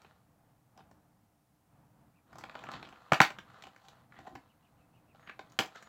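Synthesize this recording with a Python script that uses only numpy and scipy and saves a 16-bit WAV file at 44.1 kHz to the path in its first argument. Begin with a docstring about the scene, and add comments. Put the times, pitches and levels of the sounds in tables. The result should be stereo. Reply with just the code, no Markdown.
"""Over the hum of a small, soft room, hands handle a plastic disc case with a few light clicks and rubs.
After 2 s they turn it over: fingers scrape, and each knock makes the thin shell ring briefly.
Just after 3 s two latches pop, shaking the discs and tray, and the case creaks and swings open.
From 4.5 s a bird outside, heard once before, chirps faintly five times.
Last, between two thin whistles, the inner tray flips over and lands with a clack at 5.6 s."""
import sys
import numpy as np
from scipy import signal
from scipy.fft import rfft, irfft
from scipy.io import wavfile
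from scipy.ndimage import uniform_filter1d

SR = 44100
rng = np.random.default_rng(int(sys.argv[2]) if len(sys.argv) > 2 else 0)


def master_out(mix):
    """Clip the mix to full scale and print it as 16-bit PCM to the path in sys.argv[1]."""
    frames = np.transpose(np.atleast_2d(mix))
    ceiling = np.clip(frames, -1, 1)
    pcm = np.round(ceiling * 32767).astype(np.int16)
    wavfile.write(sys.argv[1], SR, pcm)


N = 259572

# The shell's modes, the tones it rings at: f/Hz, level/dB, base time to fade by 60 dB/s
SHELL_MODES = [(489.3, -12.5, 0.039), (665, -6, 0.013), (813, 3, 0.014), (1024, 0, 0.03), (1230, 1.5, 0.02),
               (1420, 4, .03), (1707, 5.5, 0.039), (1998, 2.5, 0.04), (2580, 7.5, 0.048), (2995, 9, 0.03),
               (3375, 6, 0.014), (3848, 6, .016), (4240, 7.5, 0.018)]


def amp(db):
    """Turns decibels into a volume factor."""
    return 10 ** (np.asarray(db) / 20)


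def evened(x):
    """Scales a signal to an average power of 1."""
    return x / np.sqrt(np.mean(x ** 2) + 1e-30)


def wander(shape, samples):
    """A random curve: noise smoothed over some samples."""
    return evened(uniform_filter1d(rng.standard_normal(shape), size=samples))


def value_at(points, hz):
    """Reads between the rows of a (frequency, value) table."""
    f, value = np.transpose(points)
    return np.interp(np.log(hz + 1), np.log(f + 1), value)


def add(mix, start_s, sound):
    """Mixes a sound in at a given time."""
    part = mix[:, round(start_s * SR):][:, :sound.shape[-1]]
    part += sound[..., :part.shape[1]]


def coloured(x, spectrum):
    """Filters x by a spectrum and evens its level."""
    hz = np.fft.rfftfreq(x.shape[-1], 1 / SR)
    return evened(irfft(rfft(x) * amp(value_at(spectrum, hz)), x.shape[-1]))


def panned(x, time_s):
    """Places a sound left or right, where the case is at that time."""
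    # Path of the case: t/s, left over right/dB
    path = [(0, 1), (2.5, -4.5), (3.1, 1), (3.6, -1), (4.3, 1.5), (5.89, 1)]
    pan_db = np.interp(time_s, *np.transpose(path))
    return x * amp(np.reshape([pan_db / 2, -pan_db / 2], (2, -1)))


def pitched(sound, speed):
    """Plays a sound faster and higher, or slower and lower."""
    n = np.arange(sound.shape[1])
    return np.array([np.interp(n * speed, n, side, right=0) for side in sound])


def room_hum():
    """Steady hum and hiss, alike on both sides in the bass, with a slight slow swell."""
    # Spectrum of the hum: f/Hz, relative level/dB
    spectrum = [(22, -22.5), (124, -2.5), (238, -8), (266, -13), (304, -4), (330, -18.5), (634, -13.5),
                (687, -9.5), (2210, -26), (3600, -33), (15600, -33.5), (16200, -51.5)]
    # How alike left and right are: f/Hz, likeness (1 = the same)
    likeness = [(60, 0.89), (180, 0.92), (550, -0.17), (1650, -0.46), (4970, -0.26), (15000, -0.14)]
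    left, other = rng.standard_normal((2, N))
    same = value_at(likeness, np.fft.rfftfreq(N, 1 / SR))
    right = irfft(same * rfft(left) + np.sqrt(1 - same ** 2) * rfft(other), N)
    hum = coloured(np.array([left, right]), spectrum)
    swell = evened(uniform_filter1d(wander(N, 6000), size=6000))
    low = signal.sosfiltfilt(signal.butter(2, 2500, fs=SR, output="sos"), hum)
    return amp(-65.5) * (hum + (amp(2.5 * swell) - 1) * low) * amp([[-.6], [.6]])


def bird():
    """A bird whistles short, hoarse chirps that rise and fall, blurred by echoes."""
    # Chirps: middle t/s, top f/Hz, level/dB
    chirps = [(2.164, 2630, -77.5), (4.503, 2840, -77), (4.647, 2860, -76.5), (4.796, 2860, -78),
              (4.957, 2840, -74), (5.095, 2787, -75)]
    out, length_s = np.zeros((2, N)), .065
    u = np.linspace(-1, 1, round(length_s * SR))  # runs from a chirp's start to its end
    for middle, top_hz, db in chirps:
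        start = middle - length_s / 2
        rough = 0.43 * wander(len(u), 120)
        hz = top_hz - 800 * u ** 2 * (1 + .2 * u) + 250 * rough
        chirp = np.sin(2 * np.pi * np.cumsum(hz) / SR) * np.hanning(len(u)) ** .25 * (1 + .5 * u)
        add(out, start, amp(db) * (1 + rough) * chirp)
        delays_s = np.sort(rng.uniform(.005, .045, (2, 12)))
        for (left, right), echo_db in zip(delays_s.T, np.linspace(-6, -18, 12)):
            add(out[:1], start + left, amp(db + echo_db) * chirp)
            add(out[1:], start + right, amp(db + echo_db) * chirp)
    return out


def whistles():
    """Faint, thin tones that waver in pitch and loudness."""
    # Tones: start t/s, end t/s, f/Hz, level/dB
    tones = [(5.188, 5.335, 6600, -81), (5.802, 5.897, 6840, -72)]
    out = np.zeros((2, N))
    for start, end, hz, db in tones:
        waver, flutter = wander((2, round((end - start) * SR)), 250)
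        tone = (1 + 0.34 * flutter) * np.sin(2 * np.pi * np.cumsum(hz + 35 * waver) / SR)
        add(out, start, amp(db) * tone * signal.windows.tukey(len(tone), .4))
    return out


def room_echo(x):
    """The walls return a few early echoes, then a tail in which each pitch fades at its own speed."""
    # Early echoes: delay t/s, level/dB
    echoes = [(.0075, -7), (.0142, -7), (.0215, -13), (.046, -18.5)]
    # Fading of the tail: f/Hz, time to fade by 60 dB/s
    fade_times = [(150, 0.12), (400, 0.24), (1040, 0.18), (2760, 0.19), (7280, 0.17)]
    # The walls return less bass: f/Hz, level/dB
    wall_tone = [(150, -12.5), (800, -6.5), (2000, -3.5), (16000, -2.5)]
    taps = np.zeros((2, SR // 2))
    at = np.arange(480, SR // 2 - 20, 20)
    at = at + rng.integers(0, 20, (2, len(at)))
    np.put_along_axis(taps, at, rng.choice([-1., 1.], at.shape), 1)
    taps += 0.1 * taps[::-1]  # the sides mix a little
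    hz, t, bands = signal.stft(taps, SR, nperseg=256)
    tail = signal.istft(bands * amp(-60 * t / value_at(fade_times, hz)[:, None]), SR, nperseg=256)[1]
    tail *= amp(-2.5) / np.linalg.norm(tail[0])
    for k, (delay, db) in enumerate(echoes):  # left and right take turns to hear it first
        tail[[k % 2, 1 - k % 2], round(delay * SR) + np.array([0, 9])] += amp(db)
    reflected = irfft(rfft(x.mean(axis=0)) * amp(value_at(wall_tone, np.fft.rfftfreq(N, 1 / SR))), N)
    return signal.fftconvolve(reflected[None], tail, axes=1)[:, :N]


def swinging():
    """Each swing of the case makes a low wobble."""
    # Swings: middle t/s, half length/s, level/dB
    swings = [(2.4, 0.091, -60), (2.748, 0.17, -55.5), (3.67, 0.036, -62.5), (4.202, 0.048, -58),
              (4.35, 0.043, -55), (5.419, 0.36, -73)]
    # Spectrum of the wobble: f/Hz, relative level/dB
    spectrum = [(15, -55), (25, -5), (43, -5), (130, -7.5), (350, -5.5), (460, -40), (600, -89)]
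    t = np.arange(N) / SR
    loudness = sum(amp(db) * np.exp(-((t - middle) / half) ** 2) for middle, half, db in swings)
    return panned(loudness * coloured(rng.standard_normal(N), spectrum), t)


def rubbing():
    """Skin drags and plastic creaks: hiss and clumps of tiny slips sound through the shell."""
    # Fingers slide and the shell flexes: t/s, level/dB
    sliding = [(0, -65), (.1, -67.5), (.3, -89.5), (2.24, -88), (2.31, -67.5), (2.45, -61), (2.66, -57),
               (2.9, -61.5), (3.1, -64), (3.45, -69), (3.55, -58.5), (3.8, -70), (4.0, -65), (4.09, -86),
               (4.13, -65), (4.4, -69), (4.52, -77.5), (5.12, -81.5), (5.16, -69.5), (5.57, -68),
               (5.89, -62)]
    # Spectrum of the rustle before the shell shapes it: f/Hz, relative level/dB
    spectrum = [(240, -42), (400, 0), (1180, -1.5), (2320, -14.5), (3810, -23), (4450, -27.5),
                (7600, -24.5), (9000, -49), (11700, -84.5)]
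    # Finger scrapes: peak t/s, level/dB, f/Hz, relative treble/dB, band width as a share of f
    scrapes = [(0.79, -60, 717, -27, 0.17), (2.681, -50, 1180, -39, 0.15), (2.751, -49.5, 1125, -18, 0.73),
               (3.848, -59, 810, -12, 0.13), (4.176, -56, 1860, -31, 0.2), (4.273, -48, 742, -28, 0.068),
               (5.292, -51, 1750, -37, 0.14), (5.775, -51.5, 1450, -11, 0.29)]
    slips_per_s, scrape_rise_s, scrape_fall_s = 600, 0.015, 0.018
    hz, t = np.fft.rfftfreq(N, 1 / SR), np.arange(N) / SR
    clumps = amp(2.5 * wander(N, 400))
    slips = amp(2.5 * np.minimum(rng.exponential(1, N), 2.8)) * (rng.random(N) < slips_per_s / SR)
    scratches = signal.lfilter([1], [1, -.975], slips) * rng.standard_normal(N)
    drag = .5 * rng.standard_normal(N) + 0.63 * evened(scratches * clumps)
    low_pass = 1 / (1 + (hz / 4500) ** 8)
    shell = sum(1 / (1 + (14 * (hz / f - 1)) ** 2) for f, _, _ in SHELL_MODES)
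    rustle = rfft(coloured(drag, spectrum)) * (0.19 + shell)
    body = evened(irfft(rustle * low_pass, N))
    treble = evened(irfft(rustle * (1 - low_pass), N))
    rub = amp(np.interp(t, *np.transpose(sliding))) * (body + amp(-16.5) * treble)
    rubbed_shell = irfft(rfft(drag) * shell * low_pass, N)
    for peak, db, part_hz, treble_db, width in scrapes:
        scrape = evened(signal.lfilter(*signal.iirpeak(part_hz, 1 / width, SR), rubbed_shell))
        stroke = np.exp(-abs(t - peak) / np.where(t < peak, scrape_rise_s, scrape_fall_s))
        rub += amp(db) * stroke * (scrape + amp(treble_db) * treble)
    # A thumb presses along the seam: middle t/s, half length/s, level/dB, f/Hz
    thumb_press = (3, 0.65, -70.5, 1148.5)
    middle, half, db, seam_hz = thumb_press
    seam = evened(signal.lfilter(*signal.iirpeak(seam_hz, 2.5, SR), rubbed_shell))
    rub += amp(db) * np.exp(-((t - middle) / half) ** 4) * seam
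    return panned(rub, t)


def rattle(click):
    """Discs and tray, shaken loose, tap on seven spots that each ring at their own pitch."""
    taps_per_s, fade_s = 450, .085
    t = np.arange(9000) / SR
    taps = rng.standard_normal((2, len(t))) * (rng.random(len(t)) < taps_per_s / SR) * (t > .004)
    taps *= amp(1.3 * wander(len(t), 250) - 60 * t / fade_s)  # dying away in clumps
    taps = np.diff(taps, prepend=0) + 0.27 * taps  # brighter
    spot = np.cumsum(rng.random(len(t)) < .02) % 7
    out = sum(signal.fftconvolve(pitched(click, speed), taps * (spot == k), axes=1)
              for k, speed in enumerate(np.geomspace(.8, 1.25, 7)))
    return amp(-2.5) * out / np.linalg.norm(taps[0])


def clicks():
    """Each knock cracks, rings the shell and thumps the lid; soft ones bounce, hard ones rattle."""
    # Light clicks: t/s, level/dB, f/Hz of the part struck, crack gain/dB, upper modes gain/dB
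    light_clicks = [(0.018, -53, 775, -5, 8), (0.047, -42, 680, -29.5, -2), (0.776, -47.5, 845, -10, -6),
                    (0.805, -45, 695, -51, -2.5), (0.913, -45, 810, -16, -18), (2.329, -41, 1090, -20, -17),
                    (2.356, -38.5, 813, -18, -25), (2.384, -37, 805, -8.5, -24),
                    (2.41, -39, 1600, -14, -16), (2.438, -29.5, 1240, -22.5, 2),
                    (2.496, -36.5, 1430, -25, 1), (2.553, -30, 1050, -23.5, 0.5),
                    (2.591, -46, 996, -11, 10), (2.638, -31.5, 1020, -21.5, -7),
                    (2.668, -49, 1130, -24, 12), (2.688, -29, 1120, -28, -11), (2.716, -37.5, 1110, -8, 2),
                    (2.737, -33.5, 900, -21, 4.5), (2.828, -33, 970, -21, 3), (2.852, -48, 1900, -16, 11),
                    (2.889, -52.5, 1900, -5.5, 10), (2.926, -42.5, 960, -21, 0),
                    (2.959, -50, 1900, -27, 6.5), (3.143, -29, 1500, -9, 15), (3.249, -28, 1600, -22, 13),
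                    (3.304, -30, 1300, -18, 1), (3.386, -29.5, 1830, -20, 1),
                    (3.623, -39.5, 2000, -11.5, 3), (3.638, -40, 750, -13, 6.5),
                    (3.669, -38.5, 830, -18, 2), (3.762, -40.5, 1880, -21, -4.5),
                    (3.884, -44.5, 750, -6, 4.5), (4.122, -46.5, 1890, -31, -2.5),
                    (4.189, -39, 700, -21, -6.5), (4.199, -50.5, 1910, -24, -10),
                    (4.273, -32, 780, -27.5, -25.5), (4.353, -34.5, 700, -18.5, -5),
                    (4.357, -34.5, 1870, -26, -5), (5.148, -49.5, 698, -26.5, -6),
                    (5.228, -48.5, 1810, -30, -7), (5.274, -37.5, 1690, -30, 1.5),
                    (5.295, -32, 1600, -26, 2), (5.3926, -30, 810, -25, -0.5), (5.499, -67.5, 1880, 7, -3),
                    (5.521, -56, 860, 0, 7), (5.605, -26, 910, -23.5, -5), (5.621, -27.5, 800, -23, -8),
                    (5.647, -34, 980, -18, -11), (5.659, -36, 800, -12, -11), (5.758, -35, 1200, -18, -11),
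                    (5.825, -39, 1420, -11, -9)]
    # Two latches let go and rebound, then the tray lands: the same five columns, then
    # thump gain/dB, ring time factor, centre f/Hz of the upper modes
    hard_blows = [(3.1197, -9, 1100, -28, -23, -10, 1.16, 3763),
                  (3.1214, -3.5, 1402, -27.5, -3, -8.5, 0.68, 2600),
                  (3.2028, -1.5, 1877, -31.5, -9.5, -13, 0.99, 2710),
                  (3.2036, -7, 811, -17, -4, -7.5, 1.7, 2710),
                  (3.1331, -15, 1291, -15.5, -2.5, -18.5, 1.18, 2850),
                  (3.2155, -10.5, 1900, -9.5, 7, -21, 1.2, 4330),
                  (5.5894, -14, 1450, -7.5, 5.5, -13.5, 0.97, 3400),
                  (5.5950, -18.5, 1446, -18.5, 9, -10, 0.55, 2600),
                  (5.5983, -11.5, 500, -46, -14, -12.5, 0.56, 3000)]
    # Spectrum of the crack of contact: f/Hz, relative level/dB
    crack_spectrum = [(2000, -21.5), (3200, -7.5), (4700, -1.5), (7600, -4), (8800, -21), (14000, -16.5)]
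    # The whole lid pumps air: f/Hz, level/dB, time to fade by 60 dB/s
    lid_modes = [(168.2, 6.5, 0.024), (306, -4.5, 0.054)]
    light_thump_db, held_ring, light_upper_hz = -13.5, 0.93, 3400  # holding fingers shorten the ring
    knocks = [row + (light_thump_db, held_ring, light_upper_hz) for row in light_clicks] + hard_blows
    out, t = np.zeros((2, N)), np.arange(2400) / SR
    hz, mode_db, fade_s = np.repeat(SHELL_MODES, 6, axis=0).T[:, :, None]  # six close tones a mode
    fade_s = np.minimum(fade_s, 18 / hz)  # plastic rings for few cycles
    detunes = rng.uniform(-.06, .06, (len(knocks), len(hz), 1))
    phases = rng.uniform(-0.2, 0.5, (len(knocks), 2, len(hz), 1))  # each side faces the shell its own way
    bounces_s = rng.uniform(.001, .006, (len(knocks), 3))
    noises = coloured(rng.standard_normal((len(knocks), 2, len(t))), crack_spectrum)
    thump = sum(amp(db - 60 * t / ring_s) * np.sin(2 * np.pi * f * t) for f, db, ring_s in lid_modes)
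    thump *= 1 - np.exp(-t / 0.0055)
    for knock, detune, phase, delays, noise in zip(knocks, detunes, phases, bounces_s, noises):
        start, level_db, part_hz, crack_db, upper_db, thump_db, ring_factor, upper_hz = knock
        # Modes far from the struck pitches move less.
        lower = amp(-7 * np.log2(hz / part_hz) ** 2)
        upper = amp(upper_db - 20 * np.log2(hz / upper_hz) ** 2)
        strength = np.where(hz > 2300, upper, lower) * amp(mode_db - 60 * t / (ring_factor * fade_s))
        cycles = hz * (1 + detune) * t + phase * hz / 4000
        ring = (strength * np.sin(2 * np.pi * cycles)).sum(axis=1) * (1 - np.exp(-t / 0.00085)) ** 2
        crack = (noise + 0.091 * noise[::-1]) * amp(crack_db - 60 * t / 0.017) * (1 - np.exp(-t / 0.0002))
        click = panned(amp(level_db) * (0.26 * ring + amp(thump_db) * thump + crack), start)
        add(out, start, click)
        if level_db < -28:
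            for delay in delays:  # each bounce lands on a nearby spot, so its pitch shifts
                add(out, start + delay, 0.34 * pitched(click, 1 + 30 * (delay - .0035)))
        else:
            add(out, start, rattle(click))
    return out


def scene():
    """The case and its echo, with the bird, the whistles and the hum behind."""
    case = clicks() + rubbing() + swinging()
    bass_cut = signal.butter(3, 67, "high", fs=SR, output="sos")  # a small microphone loses deep bass
    return signal.sosfilt(bass_cut, case + room_echo(case)) + bird() + whistles() + room_hum()


def record(dry):
    """Cuts the highest treble, above 16250 Hz."""
    low_pass = signal.firwin(255, 16250, window=("kaiser", 9), fs=SR)
    return signal.oaconvolve(dry, low_pass[None], "same")


dry = scene()
out = record(dry)
master_out(out)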